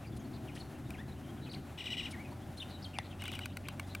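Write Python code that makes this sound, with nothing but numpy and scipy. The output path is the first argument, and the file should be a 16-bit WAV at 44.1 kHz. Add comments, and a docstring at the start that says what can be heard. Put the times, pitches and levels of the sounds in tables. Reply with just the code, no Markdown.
"""The edge of a muddy pool. From the start small birds whistle some way off, while the harmonic drone of
a far engine slowly gathers speed in a low, wind-like rumble. After a lone click, one bird gives a quick
run of harsh, falling notes, their harmonics filtered by its throat. A faint plip follows, then a wet
smack close by, both damped resonances. Last, the bird gives a second run as a small stiff body starts
to ring with dry clicks that gradually slow."""
import sys
import numpy as np
from scipy import signal
from scipy.fft import rfft, irfft
from scipy.io import wavfile

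SR = 44100
rng = np.random.default_rng(int(sys.argv[2]) if len(sys.argv) > 2 else 0)


def persist_wave(psi):
    """Save psi, clipped to +-1, as 16-bit WAV."""
    counts = np.round(np.clip(psi, -1, 1) * 32767).astype(np.int16)
    wavfile.write(sys.argv[1], SR, np.atleast_2d(counts).T)


N = 176400
T = np.arange(N) / SR

# Harsh notes: (time of peak pitch [s], peak pitch [Hz], source level [dB], pitch decay constant [s],
# roughness of the opening [0-1])
HARSH_NOTES = [(1.802, 1093, -45.5, 0.048, 0.81), (1.863, 1100, -43, 0.054, 0.76),
               (1.926, 1079, -42, .055, .62), (1.992, 1081, -41.5, 0.054, 0.47),
               (2.052, 1075, -44.5, 0.054, 0.42), (3.218, 1070, -52, 0.074, 0.78),
               (3.284, 1068, -49.5, .06, 0.86), (3.351, 1058, -50.5, .065, 0.75),
               (3.431, 1056, -51.5, .065, 0.51)]
# Throat resonances: (frequency [Hz], gain [dB])
THROAT_RESPONSE = [(900, -36), (1500, -47), (1950, -11.5), (2450, -4.5), (2950, -1), (3400, -7.5),
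                   (3900, -7.5), (4600, -24), (5600, -15), (6800, -33), (8100, -17.5), (9600, -44),
                   (13000, -33), (16000, -37)]

def chatter(rasp_s=.027, rise_hz_per_s=6000, swell_s=.007, hold_s=.0043, tail_s=.038, edge_s=.0032):
    """Source and filter: a breathy rising rasp clears and falls, sweeping harmonics through formants."""
    out, jitter, flutter = np.zeros(N), drift(306), drift(306)
    t = np.arange(-rasp_s, tail_s, 1 / SR)  # zero at the peak pitch
    opening = np.clip(-2 * t / edge_s, 0, 1)
    envelope = np.clip(np.minimum((t + rasp_s) / swell_s, (tail_s - t) / edge_s), 0, 1)
    fade_db = 380 * np.maximum(t - hold_s, 0)
    for s, peak_hz, db, fall_s, rough in HARSH_NOTES:
        here = int(s * SR) + np.arange(len(t))
        rasp = rough * opening
        roughness = .08 + rasp
        hz = np.where(t < 0, peak_hz + rise_hz_per_s * t, peak_hz * np.exp(-t / fall_s))
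        phase = phase_of(hz * (1 + .1 * roughness * jitter[here]))
        voice = sum(np.sin(k * phase) for k in range(1, 15))
        voice += (from_db(6 * (1 - rasp)) - 1) * np.sin(3 * phase)  # third harmonic grows as it clears
        breath = from_db(-9) * rasp * np.sqrt(SR / peak_hz) * rng.standard_normal(len(t))
        gain = envelope * from_db(db - 2.5 * opening - fade_db)
        add(out, s - rasp_s, (voice + breath) * gain * (1 + .44 * roughness * flutter[here]))
    return np.sqrt(2) * coloured(out, THROAT_RESPONSE)


# Whistles: (time [s], duration [s], first pitch [Hz], middle pitch [Hz], last pitch [Hz], level [dB],
# roughness [relative])
WHISTLES = [(0.037, 0.035, 2774, 2500, 2270, -60, 0.37), (0.062, 0.033, 4350, 4880, 4550, -63, .2),
            (0.189, 0.03, 6860, 6450, 5500, -66, 0.24), (.24, 0.028, 3990, 4450, 4300, -66.5, .3),
            (0.323, 0.06, 4210, 4120, 3450, -63.5, .7), (0.471, .04, 3100, 2684, 1760, -55, 0.57),
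            (0.558, 0.03, 2014, 2490, 4200, -56.5, 1.15), (0.598, 0.027, 4090, 4190, 3480, -51, 0.24),
            (0.933, 0.033, 3330, 2300, 1780, -54.5, 0.26), (.973, 0.055, 1447, 1796, 2020, -53, 0.08),
            (0.976, 0.037, 2930, 3460, 3700, -62, 0.07), (1.078, .03, 4080, 4040, 3950, -64.5, 0.1),
            (1.112, 0.024, 3590, 3850, 4200, -62.5, 0.14), (1.274, 0.044, 3030, 3210, 3370, -62.5, 0.03),
            (1.407, 0.067, 3970, 3950, 4000, -61, 0.27), (1.446, 0.061, 3370, 2700, 1870, -57, 0.71),
            (1.489, 0.02, 3600, 4200, 5370, -54.5, 0.25), (1.508, 0.019, 4800, 4220, 3500, -50.5, 0.27),
            (1.528, 0.021, 5430, 3270, 2290, -51.5, 0.4), (1.542, .013, 5000, 4150, 3500, -49.5, 0.6),
            (1.55, 0.026, 2440, 2110, 1970, -58, .3), (2.121, 0.042, 2616, 2077, 1650, -51, 0.27),
            (2.162, 0.078, 1746, 2200, 2310, -54.5, 0.21), (2.238, 0.043, 2400, 2480, 2480, -56.5, 0.33),
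            (2.57, .03, 2930, 4340, 3380, -51.5, 0.17), (2.597, .021, 3040, 3650, 3250, -43.5, 0.12),
            (2.612, 0.027, 2950, 3030, 2870, -45, 0.37), (2.679, 0.07, 4070, 4110, 3320, -61, 0.62),
            (2.732, 0.042, 3890, 3870, 3960, -54, 0.14), (2.815, .03, 3350, 4950, 5080, -55.5, .4),
            (2.841, 0.016, 5120, 3860, 3250, -45.5, 0.29), (2.851, 0.024, 3380, 3200, 3100, -51.5, 0.09),
            (2.929, 0.056, 2920, 2590, 1960, -50.5, .35), (2.982, 0.034, 2183, 2050, 1690, -48, 0.23),
            (3.017, 0.071, 3170, 3980, 3670, -60, 0.58), (3.101, 0.045, 3186, 2960, 2500, -56.5, 0.64),
            (3.236, 0.044, 3610, 2950, 2390, -51, 0.79), (3.315, 0.037, 3694, 3040, 2600, -50.5, .8),
            (3.491, .06, 2560, 3020, 4600, -62.5, 0.8), (3.627, 0.057, 3220, 2540, 1970, -57, 0.74),
            (3.664, 0.019, 2550, 3380, 4700, -58, 0.13), (3.681, 0.033, 3180, 2780, 2340, -56, 0.54),
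            (3.89, 0.056, 3670, 3930, 3600, -58, 0.48)]
# Their overtones: (frequency [Hz], level relative to the fundamental [dB])
WHISTLE_OVERTONES = [(4000, -17), (6800, -25.5), (10000, -17), (13000, -31)]

def twitter(jitter_depth=.1506, flutter_depth=.85):
    """Random modulation of frequency and amplitude adds sidebands that make gliding whistles buzz."""
    out, jitter, flutter = np.zeros(N), drift(390), drift(390)
    for s, length, first, middle, last, db, rough in WHISTLES + far_whistles():
        progress = np.linspace(0, 1, int(length * SR))
        here = (int(s * SR) + np.arange(len(progress))) % N
        hz = np.polyval(np.polyfit([0, .5, 1], [first, middle, last], 2), progress)
        phase = phase_of(hz * (1 + jitter_depth * rough * jitter[here]))
        overtones = sum(from_db(at_hz(WHISTLE_OVERTONES, k * hz)) * np.sin(k * phase) for k in (2, 3))
        envelope = np.sqrt(2) * from_db(db) * np.sin(np.pi * progress)
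        add(out, s, (np.sin(phase) + overtones) * envelope * (1 + flutter_depth * rough * flutter[here]))
    return out


def far_whistles(count=30, centre_hz=3210, length_s=.045, db=-67, rough=.3):
    """A random chorus: rows for fainter whistles, scattered in time and around one pitch."""
    starts = (np.arange(count) + rng.random(count)) / count * N / SR
    offsets = rng.uniform(-.18, .18, (count, 1))
    bends = rng.uniform(-.12, .12, (count, 3))
    pitches = centre_hz * np.exp(offsets + bends)
    return [(s, length_s, *hz, db, rough) for s, hz in zip(starts, pitches)]


# Thin scratchy calls: (time [s], duration [s], level [dB])
SCRATCHY_CALLS = [(0.159, 0.026, -56.5), (0.541, 0.039, -55), (0.56, 0.076, -61), (1.509, 0.052, -61.5),
                  (2.098, 0.037, -51), (2.561, 0.037, -58.5), (3.859, 0.047, -61.5)]
# Their spectrum: (frequency [Hz], relative level [dB])
SCRATCH_SPECTRUM = [(1500, -47), (2800, 4), (5000, 1.5), (7000, -4.5), (10000, 2), (12500, -17),
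                    (16000, -34)]

def scratches():
    """Aperiodic sound has no pitch: bursts of shaped noise rasp among the twitter."""
    envelope = np.zeros(N)
    for s, length, db in SCRATCHY_CALLS:
        add(envelope, s, from_db(db) * np.hanning(int(length * SR)))
    return envelope * noise(SCRATCH_SPECTRUM)


# Dry clicks: (time [s], level [dB], treble tilt [dB/octave])
CLICK_IMPACTS = [(0.905, -43, 1.5), (3.2202, -40.5, 1), (3.2385, -38.5, 0), (3.2553, -38.5, -2),
                 (3.2792, -38.5, 0.5), (3.3173, -41, 0.5), (3.336, -42, -1), (3.3521, -49.5, 4),
                 (3.358, -49, 1), (3.3906, -34.5, -1), (3.4571, -33, -0.5), (3.5697, -34, 0),
                 (3.685, -33.5, .5), (3.7964, -32, -.5), (3.9492, -31, -1)]
# Modes of the small stiff body: (frequency [Hz], relative level [dB], 60 dB decay time [s])
BODY_MODES = [(705, -18, .012), (1130, -9.5, 0.011), (1467, -6, 0.012), (2260, -2, 0.017),
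              (2630, -3.5, .007), (3090, -9.5, .006), (3910, -13.5, 0.014), (4640, -11.5, 0.014),
              (5960, -13, 0.0072), (7513, -15.5, 0.0043), (9000, -7.5, 0.0066), (10450, -23, .0036),
              (12500, -21, .0035), (14200, -13, .006)]

def clicks(snap_s=.003, lag_s=.0009, pivot_hz=1467, spread_db=1.5, detune=.035):
    """Modal ringing with dispersion: a stiff body snaps and rebounds, its highs ahead of its lows."""
    out, t, impulse = np.zeros(N), T[:SR // 20], signal.unit_impulse(SR // 20)
    for s, db, tilt_db in CLICK_IMPACTS:
        rebound_s = .0018 * (1 + .25 * rng.standard_normal())
        snap = rng.standard_normal(len(t)) * np.exp(-t / snap_s)
        add(out, s, from_db(db - 12) * snap)
        for k, (hz, mode_db, t60) in enumerate(BODY_MODES):
            ratio = hz / pivot_hz
            gain = from_db(db + mode_db + tilt_db * np.log2(ratio) + spread_db * rng.standard_normal())
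            detuned_hz = hz * (1 + detune * rng.uniform(-2.1, 1.9))
            mode = (-1) ** k * gain * ring(impulse, detuned_hz, t60)
            arrival = s + lag_s / np.sqrt(ratio)
            add(out, arrival, mode)
            add(out, arrival + rebound_s, from_db(-2.5) * mode)
    return out


# Resonances of the wet smack: (frequency [Hz], relative level [dB], 60 dB decay time [s])
SMACK_RESONANCES = [(783, 2.5, 0.015), (1060, 5.5, 0.0032), (1990, -4, 0.014), (2750, -5, 0.014),
                    (3500, -4.5, 0.017), (4870, -5, 0.0054), (6100, -14, 0.0085), (8900, -6.5, 0.0065),
                    (9950, -12, .005)]

def water(plip_s=2.322, plip_db=-44, smack_s=2.9867, smack_db=-26):
    """Damped free vibration: one resonance makes a faint plip, several at once a sharp wet smack."""
    out, impulse = np.zeros(N), signal.unit_impulse(SR // 5)
    add(out, plip_s, from_db(plip_db) * ring(impulse, hz=958, t60=.05))
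    for k, (hz, db, t60) in enumerate(SMACK_RESONANCES):
        add(out, smack_s, (-1) ** k * from_db(smack_db + db) * ring(impulse, hz, t60))
    return out


# Far engine gathering speed: (time [s], firing rate [Hz], level [dB])
ENGINE_RUN = [(0, 74.2, -54.5), (.56, 77.15, -60), (1.1, 80.94, -50.5), (1.71, 84.7, -53),
              (2.5, 89.36, -49.5), (3.3, 93.06, -46), (4, 93.7, -45.5)]
# Its orders: (multiple of the firing rate [ratio], relative level [dB])
FIRING_ORDERS = [(.5, -16.5), (1, -1.5), (1.5, -11.5), (2, -15), (3, -19)]

def engine(waver_db=1.5):
    """Periodic firing: all orders climb with the firing rate, each wavering in level."""
    hz, db = in_time(ENGINE_RUN)
    phase = phase_of(hz)
    return np.sqrt(2) * sum(from_db(db + order_db + waver_db * drift(4.4)) * np.sin(order * phase)
                            for order, order_db in FIRING_ORDERS)


# A thin whine and two hums: (start [s], end [s], frequency [Hz], level [dB], rms waver [dB])
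FAINT_TONES = [(0, 2.9, 13248, -84, 1), (2.2, 4, 585, -66, 2), (0, 1.6, 138, -57, 2)]

def tones(wander_hz=2, fade_s=.14):
    """Slow modulation: faint sinusoids come and go, wandering in pitch and level."""
    out = np.zeros(N)
    for start, end, hz, db, waver_db in FAINT_TONES:
        gate = np.clip(1 + np.minimum(T - start, end - T) / fade_s, 0, 1)
        gain = from_db(db + waver_db * drift(2.2))
        out += gate * gain * np.sin(phase_of(hz + wander_hz * drift(7.6)))
    return np.sqrt(2) * out


# Wind-like rumble and open air: (frequency [Hz], relative spectral density [dB])
RUMBLE_SPECTRUM = [(12, -10), (30, -21), (54, -20.5), (64, -1.5), (91, -6), (108, 0.5), (135, 2), (171, -6),
                   (217, -0.5), (369, -7.5), (448, -18.5), (700, -28.5), (1200, -51)]
AIR_SPECTRUM = [(290, -31), (500, -4), (773, 1), (933, -6.5), (1020, -5.5), (1210, -8.5), (1440, -7),
                (1600, -9.5), (3810, -18.5), (4600, -22), (9490, -24.5), (10500, -22.5), (12000, -28),
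                (14300, -28), (16000, -30)]
# Their envelopes: (time [s], level [dB])
RUMBLE_ENVELOPE = [(0, -51.5), (.12, -44.5), (.45, -44.5), (.72, -46.5), (.92, -45), (1.3, -48),
                   (1.5, -45.5), (1.75, -49.5), (2.2, -46.5), (2.85, -50), (3.4, -48), (3.6, -47.5),
                   (4, -51.5)]
AIR_ENVELOPE = [(0, -56.5), (1.2, -57), (2.4, -56.5), (4, -57)]
# Their stereo balance: (frequency [Hz], left minus right [dB])
NOISE_BALANCE = [(60, 0.5), (140, 0.3), (280, 2), (550, 5), (1200, 2), (4000, -1), (12000, 1)]

def background(spectrum, envelope, waver_db, side_db=-20):
    """Partial coherence: far noise is nearly alike in both channels, its middle range leaning left."""
    db, = in_time(envelope)
    mid = noise(spectrum)
    left = coloured(mid, [(hz, lean / 2) for hz, lean in NOISE_BALANCE])
    right = coloured(mid, [(hz, -lean / 2) for hz, lean in NOISE_BALANCE])
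    gain = from_db(db + waver_db * drift(11.6))
    side = from_db(side_db) * noise(spectrum)
    return gain * np.array([left + side, right - side])


def outdoors(x, scatter_db, echo_s=.0084, echo_db=-15.5, t60=.52):
    """Reflection and scattering add one early echo and an exponentially decaying tail."""
    tail = rng.standard_normal(SR) * from_db(-60 * T[:SR] / t60)
    tail *= from_db(scatter_db) / np.linalg.norm(tail)
    return x + from_db(echo_db) * delayed(x, echo_s) + signal.fftconvolve(x, tail)[:N]


def ring(force, hz, t60):
    """Damped resonator: a unit impulse starts a decaying sine of unit amplitude."""
    r, w = from_db(-60 / (t60 * SR)), 2 * np.pi * hz / SR
    return signal.lfilter([0, np.sin(w)], [1, -2 * r * np.cos(w), r * r], force + 1e-18)


def phase_of(hz):
    """Phase is the integral of frequency."""
    return 2 * np.pi * np.cumsum(hz) / SR


def from_db(db):
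    """Decibels to amplitude ratio."""
    return 10 ** (np.asarray(db) / 20)


def rms_one(x):
    """Normalisation to unit rms."""
    return x / np.sqrt(np.mean(x ** 2) + 1e-20)


def in_time(rows):
    """Linear interpolation of each column over time."""
    s, *columns = np.transpose(rows)
    return [np.interp(T, s, c) for c in columns]


def at_hz(points, hz):
    """Interpolation of a spectrum on a log-frequency axis."""
    f, db = np.transpose(points)
    return np.interp(np.log(np.maximum(hz, 1)), np.log(f), db)


def coloured(x, response):
    """Filtering multiplies the spectrum by a frequency response."""
    return irfft(rfft(x) * from_db(at_hz(response, np.fft.rfftfreq(N, 1 / SR))), N)


def noise(spectrum):
    """Filtered white noise of unit rms."""
    return rms_one(coloured(rng.standard_normal(N), spectrum))


def drift(hz):
    """Low-pass noise: a random wander of unit rms."""
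    rolloff = 1 + (np.fft.rfftfreq(N, 1 / SR) / hz) ** 2
    return rms_one(irfft(rfft(rng.standard_normal(N)) / rolloff, N))


def delayed(x, s):
    """Propagation delay of s seconds."""
    return np.interp(T - s, T, x, left=0)


def add(out, s, sound):
    """Superposition of a sound starting at s seconds."""
    i = max(int(s * SR), 0)
    out[i:i + len(sound)] += sound[:max(N - i, 0)]


def pan(x, db):
    """Direction from level difference, left minus right."""
    return x * from_db(np.array([[db], [-db]]) / 2)


def scene():
    """Superposition of birds, near clicks and water, a far engine and open air."""
    harsh = chatter()
    off_water = from_db(-6.5) * delayed(harsh, s=.00206)
    harsh = outdoors(harsh + off_water, scatter_db=-14.5)
    small_birds = outdoors(twitter(), scatter_db=-9.5) + scratches()
    birds = pan(harsh, db=3) + pan(small_birds, db=2.5)
    rumble = background(RUMBLE_SPECTRUM, RUMBLE_ENVELOPE, waver_db=1.25)
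    air = background(AIR_SPECTRUM, AIR_ENVELOPE, waver_db=1.35)
    return birds + pan(clicks() + water() + tones(), db=2) + pan(engine(), db=-.5) + rumble + air


def record(dry, cutoff_hz=16000):
    """Band limiting: a steep low-pass filter removes the highest treble."""
    return signal.sosfiltfilt(signal.ellip(10, .05, 60, cutoff_hz, fs=SR, output="sos"), dry)


dry = scene()
out = record(dry)
persist_wave(out)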